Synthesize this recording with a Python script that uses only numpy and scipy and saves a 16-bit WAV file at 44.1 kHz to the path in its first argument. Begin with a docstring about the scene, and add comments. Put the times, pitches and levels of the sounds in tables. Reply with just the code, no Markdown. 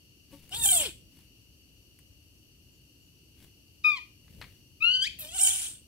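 """A baby monkey calls as it climbs about in a quiet yard: a harsh screech, two clear coos (one falling,
one whipping upward), a whimper and a second screech. Screeches are harmonic stacks that tear into rasp;
coos are two sine partials with fluttering overtones. Hands and feet tap and scuff on a wooden post and a
stone in bursts of coloured noise; insects buzz in narrow noise bands, and a small bird peeps far off in
two falling sines. The ground and the shelter around the post answer with a short echo."""
import sys
import numpy as np
from scipy import signal
from scipy.fft import rfft, irfft, next_fast_len
from scipy.io import wavfile
from scipy.ndimage import uniform_filter1d, map_coordinates

SR = 44100
rng = np.random.default_rng(int(sys.argv[2]) if len(sys.argv) > 2 else 0)


def generate_wav(signal):
    """Clip the signal to [-1, 1] and save it as 16-bit WAV at the path in sys.argv[1]."""
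    frames = np.transpose(np.atleast_2d(signal))
    scaled = np.clip(frames, -1, 1) * 32767
    pcm = np.round(scaled).astype(np.int16)
    wavfile.write(sys.argv[1], SR, pcm)


N = 258867
TIME = np.arange(N) / SR

# pitch of the first screech, then of the whimper and second screech: [t/s, f/Hz]
SCREECH_PITCHES = [
    [(.522, 722), (.55, 815), (.572, 935), (.605, 935), (.63, 900), (.645, 880), (.658, 805), (.69, 782),
     (.717, 773), (.728, 716), (.75, 707), (.82, 590), (.855, 500), (.895, 311)],
    [(5.19, 672), (5.215, 640), (5.245, 592), (5.28, 625), (5.32, 685), (5.36, 782), (5.39, 675),
     (5.405, 765), (5.425, 784), (5.445, 762), (5.465, 786), (5.487, 745), (5.51, 835), (5.55, 752),
     (5.6, 780), (5.7, 850)],
]
# register levels before their trims: [t/s, fundamental level/dB, throat level/dB, shrill rasp level/dB]
FIRST_SCREECH_LEVELS = [(.51, -61, -59, -58), (.522, -48, -45, -51), (.552, -50, -40, -41),
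                        (.59, -50, -44, -37), (.61, -47, -41, -36), (.64, -52, -33, -23),
                        (.662, -42, -35, -22), (.682, -48, -34, -25), (.712, -54, -31, -21.5),
                        (.726, -38.5, -35, -25), (.765, -37, -34.5, -24), (.82, -41, -37, -34),
                        (.858, -44, -35, -42), (.882, -45, -44, -48), (.915, -66, -55, -59)]
SECOND_SCREECH_LEVELS = [(5.19, -66, -47, -52), (5.232, -54, -49, -53), (5.26, -53, -51, -53),
                         (5.308, -65, -52, -51), (5.358, -47, -43, -37), (5.382, -56, -44, -35),
                         (5.412, -46, -37, -23.5), (5.474, -48, -36, -23), (5.502, -53, -38, -29),
                         (5.602, -63, -46, -36), (5.646, -65, -44, -35), (5.7, -71, -53, -43),
                         (5.8, -95, -72, -62)]
# how far the voice tears: [t/s, roughness 0-1]
ROUGHNESS = [(.555, .55), (.58, .35), (.635, .25), (.66, .5), (.695, .3), (.76, .32), (.83, .5), (.9, .55),
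             (5.19, .45), (5.355, .4), (5.385, .55), (5.41, .3), (5.45, .38), (5.5, .6), (5.57, .7),
             (5.63, .97)]
# main resonance of the mouth: [t/s, f/Hz]
MOUTH_RESONANCE = [(.51, 3000), (.575, 3650), (.6, 3750), (.64, 3580), (.675, 3170), (.72, 3120),
                   (.745, 3550), (.8, 3220), (.87, 3030), (5.19, 2750), (5.24, 2600), (5.3, 3050),
                   (5.44, 3100), (5.49, 3300), (5.56, 3050), (5.65, 3600)]
# high whistling resonance: [t/s, f/Hz, share of the air noise 0-1]
WHISTLE = [(.62, 8100, .15), (.71, 8550, .25), (.76, 8200, .2), (5.49, 8500, .12), (5.54, 10000, .15),
           (5.63, 9400, .4), (5.7, 8650, .7)]
# colour of the throat register: [f/Hz, relative level/dB]
THROAT_SPECTRUM = [(900, -25), (1500, -11), (2100, -6), (3000, -2.5), (3600, -1), (4600, -4), (5900, -9),
                   (6600, -25)]
# colour of the shrill register in each screech: [f/Hz, relative level/dB]
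FIRST_SHRILL_SPECTRUM = [(5300, -33), (6400, -11), (7000, -3), (8400, 0), (11000, -5), (12500, -14),
                         (15500, -26)]
SECOND_SHRILL_SPECTRUM = [(4600, -32), (5400, -11), (7000, -3), (8500, 0), (10500, -6), (11500, -14),
                          (15500, -28)]
MOUTH_WIDTH_HZ, MOUTH_BOOST = 220, 3.2  # half-width; gain added at the peak
WHISTLE_WIDTH_HZ, WHISTLE_BOOST = 300, 1.3
TONE_DB, THROAT_DB, RASP_DB = -1, 2, 1.5  # register trims
GROWL_HZ, GROWL_DEPTH = 240, 1.8  # mean rate; depth at full roughness


def screech(pitch_rows, level_rows, shrill_spectrum, fizz_db):
    """Strained folds give harmonics far into the treble, which tear into rasp and catch again."""
    pitch, mouth_hz = curve(pitch_rows), curve(MOUTH_RESONANCE)
    rough = np.clip(curve(ROUGHNESS), 0, 1)
    low, throat, shrill = gains(level_rows)
    s, centres, shares = np.transpose(WHISTLE)
    whistle_hz = np.interp(TIME, s, centres)
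    whistling = np.clip(np.interp(TIME, s, shares), 0, 1)

    unsteady = rough * (.022 * wobble(900) + .018 * wobble(220) + .016 * wobble(70))
    phase = 2 * np.pi * np.cumsum(pitch * (1 + unsteady)) / SR
    puffs = unit(1 + .5 * np.cos(phase))  # air escapes once a cycle
    # strong and weak cycles alternate in fits, which puts lines between the harmonics
    uneven = unit(1 + (.1 + .6 * rough) * wobble(35) * np.cos(phase / 2))
    # a slower throat vibration flanks each harmonic with wandering side tones
    growl_depth = GROWL_DEPTH * rough ** 2
    growl_phase = 2 * np.pi * np.cumsum(GROWL_HZ * (1 + .22 * wobble(45))) / SR
    growl = (1 + growl_depth * np.cos(growl_phase)) / np.sqrt(1 + growl_depth ** 2 / 2)

    def register(spectrum, orders, centre, width, boost, airy, ringing):
        """Harmonics and air noise through one moving resonance."""
        def response(hz):
            """Spectrum colour with a peak at the resonance."""
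            return amp(along(spectrum, hz)) * (1 + boost / (1 + ((hz - centre) / width) ** 2))

        stack = harmonics(phase, pitch, response, orders, flicker_db=4.5, flicker_rate=110)
        lines = uneven * growl * stack
        breath = np.array([noise(spectrum), noise(spectrum)])  # separate left and right
        hiss = np.sqrt(1 - ringing) * breath + np.sqrt(ringing) * whistle(centre, 2 * width)
        return np.sqrt(1 - airy) * lines + np.sqrt(airy) * puffs * hiss

    middle = register(THROAT_SPECTRUM, np.arange(2, 15), mouth_hz, MOUTH_WIDTH_HZ, MOUTH_BOOST,
                      airy=.3 * rough ** 2, ringing=.2)
    high = register(shrill_spectrum, np.arange(6, 26), whistle_hz, WHISTLE_WIDTH_HZ, WHISTLE_BOOST,
                    airy=rough ** 1.8, ringing=whistling)
    fizz = puffs * noise([(9000, -30), (12500, 0), (15500, -2.5)])

    torn = rough ** 3  # share of the fundamental that turns to noise
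    flicker = unit(amp(6 * rough * wobble(90)))
    tone = np.sqrt(2 * (1 - torn)) * np.sin(phase) * uneven * flicker
    tone = tone + np.sqrt(torn) * noise([(200, -20), (450, -2), (1000, 0), (1700, -14)])

    voice = placed(amp(TONE_DB) * low * tone, 1.5) + placed(amp(THROAT_DB) * throat * middle, 3)
    voice = voice + amp(RASP_DB) * shrill * high + placed(amp(fizz_db) * shrill * fizz, 4)
    return voice * unit(amp(1.3 * wobble(260)))


def whistle(centre_hz, width_hz):
    """Air ringing in one narrow, ragged, wandering band."""
    phase = 2 * np.pi * np.cumsum(centre_hz * (1 + 0.012 * wobble(70))) / SR
    return wobble(width_hz) * np.sin(phase) + wobble(width_hz) * np.cos(phase)


# pitch of the falling and the rising coo, before jitter: [t/s, f/Hz]
FALL_PITCH = [(3.84, 1250), (3.86, 1236), (3.898, 1230), (3.912, 1200), (3.95, 1146), (3.972, 1050),
              (3.995, 939)]
RISE_PITCH = [(4.8, 1204), (4.838, 1348), (4.915, 1484), (4.96, 1512), (5.005, 1512), (5.038, 1605),
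              (5.052, 1780), (5.067, 2180), (5.078, 2575)]
# overtones from the third partial up: [t/s, level/dB, treble lift from strain/dB]
FALL_OVERTONES = [(3.842, -39, 0), (3.905, -38, -1), (3.945, -47, 0), (3.975, -39, -2), (3.992, -50, 0)]
RISE_OVERTONES = [(4.81, -56, 0), (4.84, -37, -1), (4.88, -39, 0), (4.96, -34, 2), (5.0, -36, 1),
                  (5.032, -32, 13), (5.078, -43, 13)]
# how the mouth passes the lowest two partials: [f/Hz, gain/dB]
COO_MOUTH = [(1230, -14), (1400, -20), (1500, -29), (1750, -15), (2230, -14), (2470, 0), (2800, 0),
             (3030, -4), (3280, -6), (3550, -9), (5200, -21)]
# colour of the coo overtones: [f/Hz, relative level/dB]
OVERTONE_SPECTRUM = [(2800, 10.5), (4700, 3), (5400, -14), (7600, -24.5), (12500, -36), (15500, -44)]
STRAIN_ABOVE_HZ = 5400
COO_FLICKER_DB, COO_FLICKER_RATE = 3.2, 150  # depth scale; knots a second


def coo(pitch_rows, shape, overtone_rows, jitter, shimmer_db, second_left_db, overtone_left_db, rasp_db):
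    """Two clear partials shaped by the mouth resonance; strain brightens the fluttering overtones."""
    pitch = curve(pitch_rows)
    # the folds turn rough where the pitch slides fast
    slide_speed = uniform_filter1d(np.abs(np.gradient(np.log(pitch))), size=1300) * SR
    slide = np.clip(slide_speed / 12, 0, 1)
    unsteady = jitter * wobble(350) + .024 * slide * wobble(900)
    phase = 2 * np.pi * np.cumsum(pitch * (1 + unsteady)) / SR
    effort = coo_effort(*shape)
    low, second = [effort * amp(along(COO_MOUTH, k * pitch)) for k in (1, 2)]
    upper, strain = gains(overtone_rows)

    def colour(hz):
        """Overtone colour, with the strain lift in the treble only."""
        lift = (strain - 1) / (1 + (STRAIN_ABOVE_HZ / hz) ** 20)
        return amp(along(OVERTONE_SPECTRUM, hz)) * (1 + lift)

    flutter = .3 * wobble(110)  # radians
    overtones = harmonics(phase + flutter, pitch, colour, np.arange(3, 11), COO_FLICKER_DB, COO_FLICKER_RATE)
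    hiss = noise([(1200, -40), (2000, 0), (4500, 0), (8000, -10), (15500, -35)])
    rasp = (amp(rasp_db) + slide ** 2) * hiss
    voice = placed(np.sqrt(2) * low * np.sin(phase), 1)
    voice = voice + placed(np.sqrt(2) * second * np.sin(2 * phase), second_left_db)
    top = placed(upper * ((1 - .85 * slide ** 2) * overtones + rasp), overtone_left_db)
    return (voice + top) * amp(shimmer_db * wobble(110))


# effort of each coo: [start t/s, attack t/s, hold t/s, length t/s, level/dB before the mouth, sag/(dB/s)]
# hold and length count from the start
FALL_COO = (3.839, .009, .049, .147, -20.8, 150)
RISE_COO = (4.799, .041, .16, .272, -21.5, 38)
COO_RELEASE_S = .008


def coo_effort(start, attack, hold, length, db, sag):
    """A coo swells, holds, sags and dies away quickly."""
    age = np.maximum(TIME - start, 0)
    swell = np.minimum(age / attack, 1) ** 2
    release = np.exp(-np.maximum(age - length, 0) / COO_RELEASE_S)
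    return swell * amp(db - sag * np.maximum(age - hold, 0)) * release


# short lisps as the mouth opens: [t/s, level/dB]
LISPS = [(3.848, -46), (4.822, -51), (5.187, -32.5)]


def lisps():
    """A thin high hiss at the start of a call."""
    envelope = sum(amp(db) * burst(s, 0.0068, 0.22) for s, db in LISPS)
    return envelope * noise([(5000, -33), (10500, -6), (12500, 1), (15500, -4.5)])


# taps of hands and feet: [t/s, level/dB before the trims, treble click relative level/dB]
TAPS = [(0.493, -44, 3), (1.989, -47, 2), (4.28, -47, -19), (4.414, -24, -28), (4.423, -33, -28),
        (4.441, -34, -30.5)]
# scuffs on bark and stone: [t/s, level/dB, half-length t/s to 1/e]
SCUFFS = [(0.34, -55, 0.037), (0.44, -60.5, 0.079), (1.192, -60, 0.068), (3.428, -57, 0.053),
          (4.416, -60, 0.15)]
# colours of a tap and a scuff: [f/Hz, relative level/dB]
TAP_SPECTRUM = [(200, -21), (600, -16), (1100, -3), (1450, -8), (2100, 1.5), (3200, -8), (4300, -6),
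                (5600, -21), (15500, -31)]
SCUFF_SPECTRUM = [(200, 11.5), (600, -7.5), (1300, -13.5), (2800, -4.5), (6000, -14.5), (10000, -9.5),
                  (15500, -12.5)]


def climbing():
    """Dry taps and soft scuffs of hands and feet, and a dull push off the stone."""
    def strike(s):
        """A sharp contact with a weaker, longer ring-down."""
        return burst(s, .0002, .006) + amp(-8) * burst(s, .0005, .06)

    knocks = sum(amp(db - 9) * strike(s) for s, db, _ in TAPS) * noise(TAP_SPECTRUM)
    click_envelope = sum(amp(db + click_db - 6) * strike(s) for s, db, click_db in TAPS)
    clicks = click_envelope * noise([(3000, -26.5), (9000, 5), (15500, -2)])
    rubs = humps(SCUFFS) * noise(SCUFF_SPECTRUM) * unit(amp(3.2 * wobble(300)))
    push_modes = [(285, -33), (555, -39), (900, -47), (1130, -50)]  # f/Hz, level/dB
    push = burst(.326, 0.019, 0.1) * sum(amp(db) * np.sin(2 * np.pi * hz * TIME) for hz, db in push_modes)
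    return placed(knocks + clicks + rubs + push, 5.6)


# peeps of the far bird: [t/s, level/dB before a 4 dB lift]
PEEPS = [(2.72, -64), (3.01, -64)]


def bird():
    """Two thin peeps, each a sine whose pitch falls quickly."""
    def peep(s):
        """One falling tone under a short envelope."""
        pitch = 6850 + 900 * np.exp(-np.maximum(TIME - s, 0) / 0.016)
        return burst(s, 0.02, 0.16) * np.sin(2 * np.pi * np.cumsum(pitch) / SR)

    return placed(sum(amp(db) * peep(s) for s, db in PEEPS), 0) * amp(4)


# insect bands: [centre f/Hz, half-width f/Hz, relative level/dB]
INSECTS = [(2846, 164, 1.5), (4500, 230, -5.5), (5755, 225, -7.5), (6680, 300, -19)]
# colour of the outdoor air before its bass cut: [f/Hz, relative level/dB]
AIR_SPECTRUM = [(25, -31), (52, 6), (110, -3), (209, -11.5), (297, -5.5), (567, -30), (1300, -32.5),
                (2490, -35), (4500, -30), (7700, -28.5), (13900, -24.5), (15500, -34)]
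# swells of the low rumble: [t/s, level/dB, half-length t/s to 1/e]
SWELLS = [(.63, -47.5, .09), (.85, -54.5, .16), (4.39, -54, .09), (5.3, -62.5, .4)]
RUMBLE_DB = -62.5  # steady part


def background():
    """A chorus of insects in narrow bands, faint outdoor air and a low rumble."""
    def insect_bands(hz):
        """Sum of narrow resonant peaks."""
        return sum(amp(db) / (1 + ((hz - centre) / width) ** 2) for centre, width, db in INSECTS)

    def air_colour(hz):
        """Air spectrum with the bass rolled off."""
        return amp(along(AIR_SPECTRUM, hz)) / (1 + (130 / (hz + 1)) ** 2)

    def rumble_colour(hz):
        """Energy mostly around 55 to 115 Hz."""
        return amp(along([(20, -33), (55, -2.5), (115, -4), (200, -15.5), (600, -27.5), (2000, -92)], hz))

    chorus = ambient(insect_bands)
    insects = amp(-64.5) * chorus * amp(0.4 * wobble(1.1) + 0.43 * wobble(65))
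    air = amp(-64.5) * ambient(air_colour)
    rumble = (amp(RUMBLE_DB) + humps(SWELLS)) * ambient(rumble_colour)
    return placed(insects, 4) + placed(air + rumble, 2.0)


# likeness of left and right in the ambience: [f/Hz, correlation]
ALIKE = [(60, 0.85), (200, 0.88), (550, 0.62), (1650, -0.1)]


def ambient(response):
    """Stereo noise of rms 1 from all around: alike in the bass, unrelated in the treble."""
    def mid_side(hz):
        """Mid and side shares that give the wanted correlation."""
        turn = np.arccos(np.clip(along(ALIKE, hz), -1, 1)) / 2
        return response(hz) * np.array([np.cos(turn), np.sin(turn)])

    mid, side = filtered(rng.standard_normal((2, N)), mid_side)
    return unit(np.array([mid + side, mid - side]))


# decay of the yard's tail: [f/Hz, t/s to fall 60 dB]
YARD_DECAY = [(200, 0.59), (1200, 0.3), (15000, 0.31)]


def echo(x, early_db, tail_db):
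    """Treble scatters off the nearby bark and ground, then a diffuse tail differs at each ear."""
    hz, t, z = signal.stft(rng.standard_normal((2, SR // 2)), SR, nperseg=256)
    decay = amp(-60 * t / along(YARD_DECAY, hz)[:, None])
    tail = signal.istft(z * decay, SR, nperseg=256)[1]
    age = np.arange(tail.shape[1]) / SR
    early = rng.standard_normal(tail.shape) * amp(-60 * age / .025)
    tail = tail * (1 - np.exp(-age / 0.018))
    response = amp(early_db) * early / np.linalg.norm(early[0])
    response = response + amp(tail_db) * tail / np.linalg.norm(tail[0])
    scattered = filtered(x, lambda hz: hz ** 2 / (hz ** 2 + 1100 ** 2))
    return signal.fftconvolve(scattered, response, axes=1)[:, :N]


def ports(x, apart):
    """Two microphone ports hear one wave in different phase; apart holds (f/Hz, radians)."""
    return filtered(x, lambda hz: np.exp(.5j * along(apart, hz) * np.array([[1], [-1]])))


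def harmonics(phase, pitch, response, orders, flicker_db, flicker_rate):
    """Partials of the vocal folds, each flickering by itself, weighted by the throat; steady mean power."""
    weights = [response(k * pitch) * (k * pitch < SR / 2) for k in orders]
    wave = 0
    for k, weight in zip(orders, weights):
        flicker = unit(amp(flicker_db * wobble(flicker_rate)))
        wave = wave + weight * flicker * np.sin(k * phase + rng.uniform(0, 2 * np.pi))
    return wave / np.sqrt(sum(w * w for w in weights) / 2)


def burst(s, attack, t60):
    """An envelope that rises at s and dies away by 60 dB in t60 seconds."""
    t = np.maximum(TIME - s, 0)
    return (1 - np.exp(-t / attack)) * amp(-60 * t / t60)


def humps(rows):
    """Smooth rises and falls, one for each (t/s, level/dB, half-length/s) row."""
    return sum(amp(db) * np.exp(-((TIME - s) / length) ** 2) for s, db, length in rows)


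def placed(x, left_db):
    """Louder on the left by left_db; mono becomes stereo."""
    return x * amp([[left_db / 2], [-left_db / 2]])


def noise(spectrum):
    """Coloured noise of rms 1."""
    return unit(filtered(rng.standard_normal(N), lambda hz: amp(along(spectrum, hz))))


def filtered(x, response):
    """x times a response of frequency."""
    m = next_fast_len(N + SR // 2)
    return irfft(rfft(x, m) * response(np.fft.rfftfreq(m, 1 / SR)), m)[..., :N]


def wobble(rate):
    """A smooth random curve, rate knots a second."""
    return map_coordinates(rng.standard_normal(int(N * rate / SR) + 4), [TIME * rate])


def gains(rows, fade=0.0044):
    """One gain per sample for each dB column, silent outside the rows."""
    s, *cols = np.transpose(rows)
    gate = np.interp(TIME, [s[0] - fade, s[0], s[-1], s[-1] + fade], [0, 1, 1, 0])
    return np.array([gate * amp(np.interp(TIME, s, c)) for c in cols])


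def curve(rows):
    """One value per sample from (t/s, value) rows."""
    return np.interp(TIME, *np.transpose(rows))


def along(points, hz):
    """(f/Hz, value) points read on a log axis."""
    f, v = np.transpose(points)
    return np.interp(np.log(hz + 1), np.log(f + 1), v)


def unit(x):
    """Scaled to rms 1."""
    return x / np.sqrt(np.mean(x ** 2) + 1e-20)


def amp(db):
    """Decibels to gain."""
    return 10 ** (np.asarray(db) / 20)


def scene():
    """The monkey near the post, the yard around it."""
    fall = coo(FALL_PITCH, FALL_COO, FALL_OVERTONES, jitter=.003, shimmer_db=0.6,
               second_left_db=7, overtone_left_db=0.5, rasp_db=-15)
    rise = coo(RISE_PITCH, RISE_COO, RISE_OVERTONES, jitter=.005, shimmer_db=2.0,
               second_left_db=8.5, overtone_left_db=-0.5, rasp_db=-28.5)
    coos = ports(amp(-0.5) * (fall + rise), [(1300, -0.27), (2600, -1.73), (4600, -1.3)])
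    clear = coos + climbing() + bird()

    first = screech(SCREECH_PITCHES[0], FIRST_SCREECH_LEVELS, FIRST_SHRILL_SPECTRUM, fizz_db=-8)
    second = screech(SCREECH_PITCHES[1], SECOND_SCREECH_LEVELS, SECOND_SHRILL_SPECTRUM, fizz_db=-15)
    harsh = first + second + placed(lisps(), 1.3)
    harsh = ports(harsh, [(900, -0.15), (3000, -1.8), (8500, -1.7), (14000, -1.7)])

    answer = echo(clear, early_db=-13, tail_db=-9) + echo(harsh, early_db=-5, tail_db=-12)
    return clear + harsh + answer + background()


TOP_HZ = 15750


def record(dry):
    """A steep low-pass keeps nothing above the band limit."""
    return filtered(dry, lambda hz: hz < TOP_HZ)


dry = scene()
out = record(dry)
generate_wav(out)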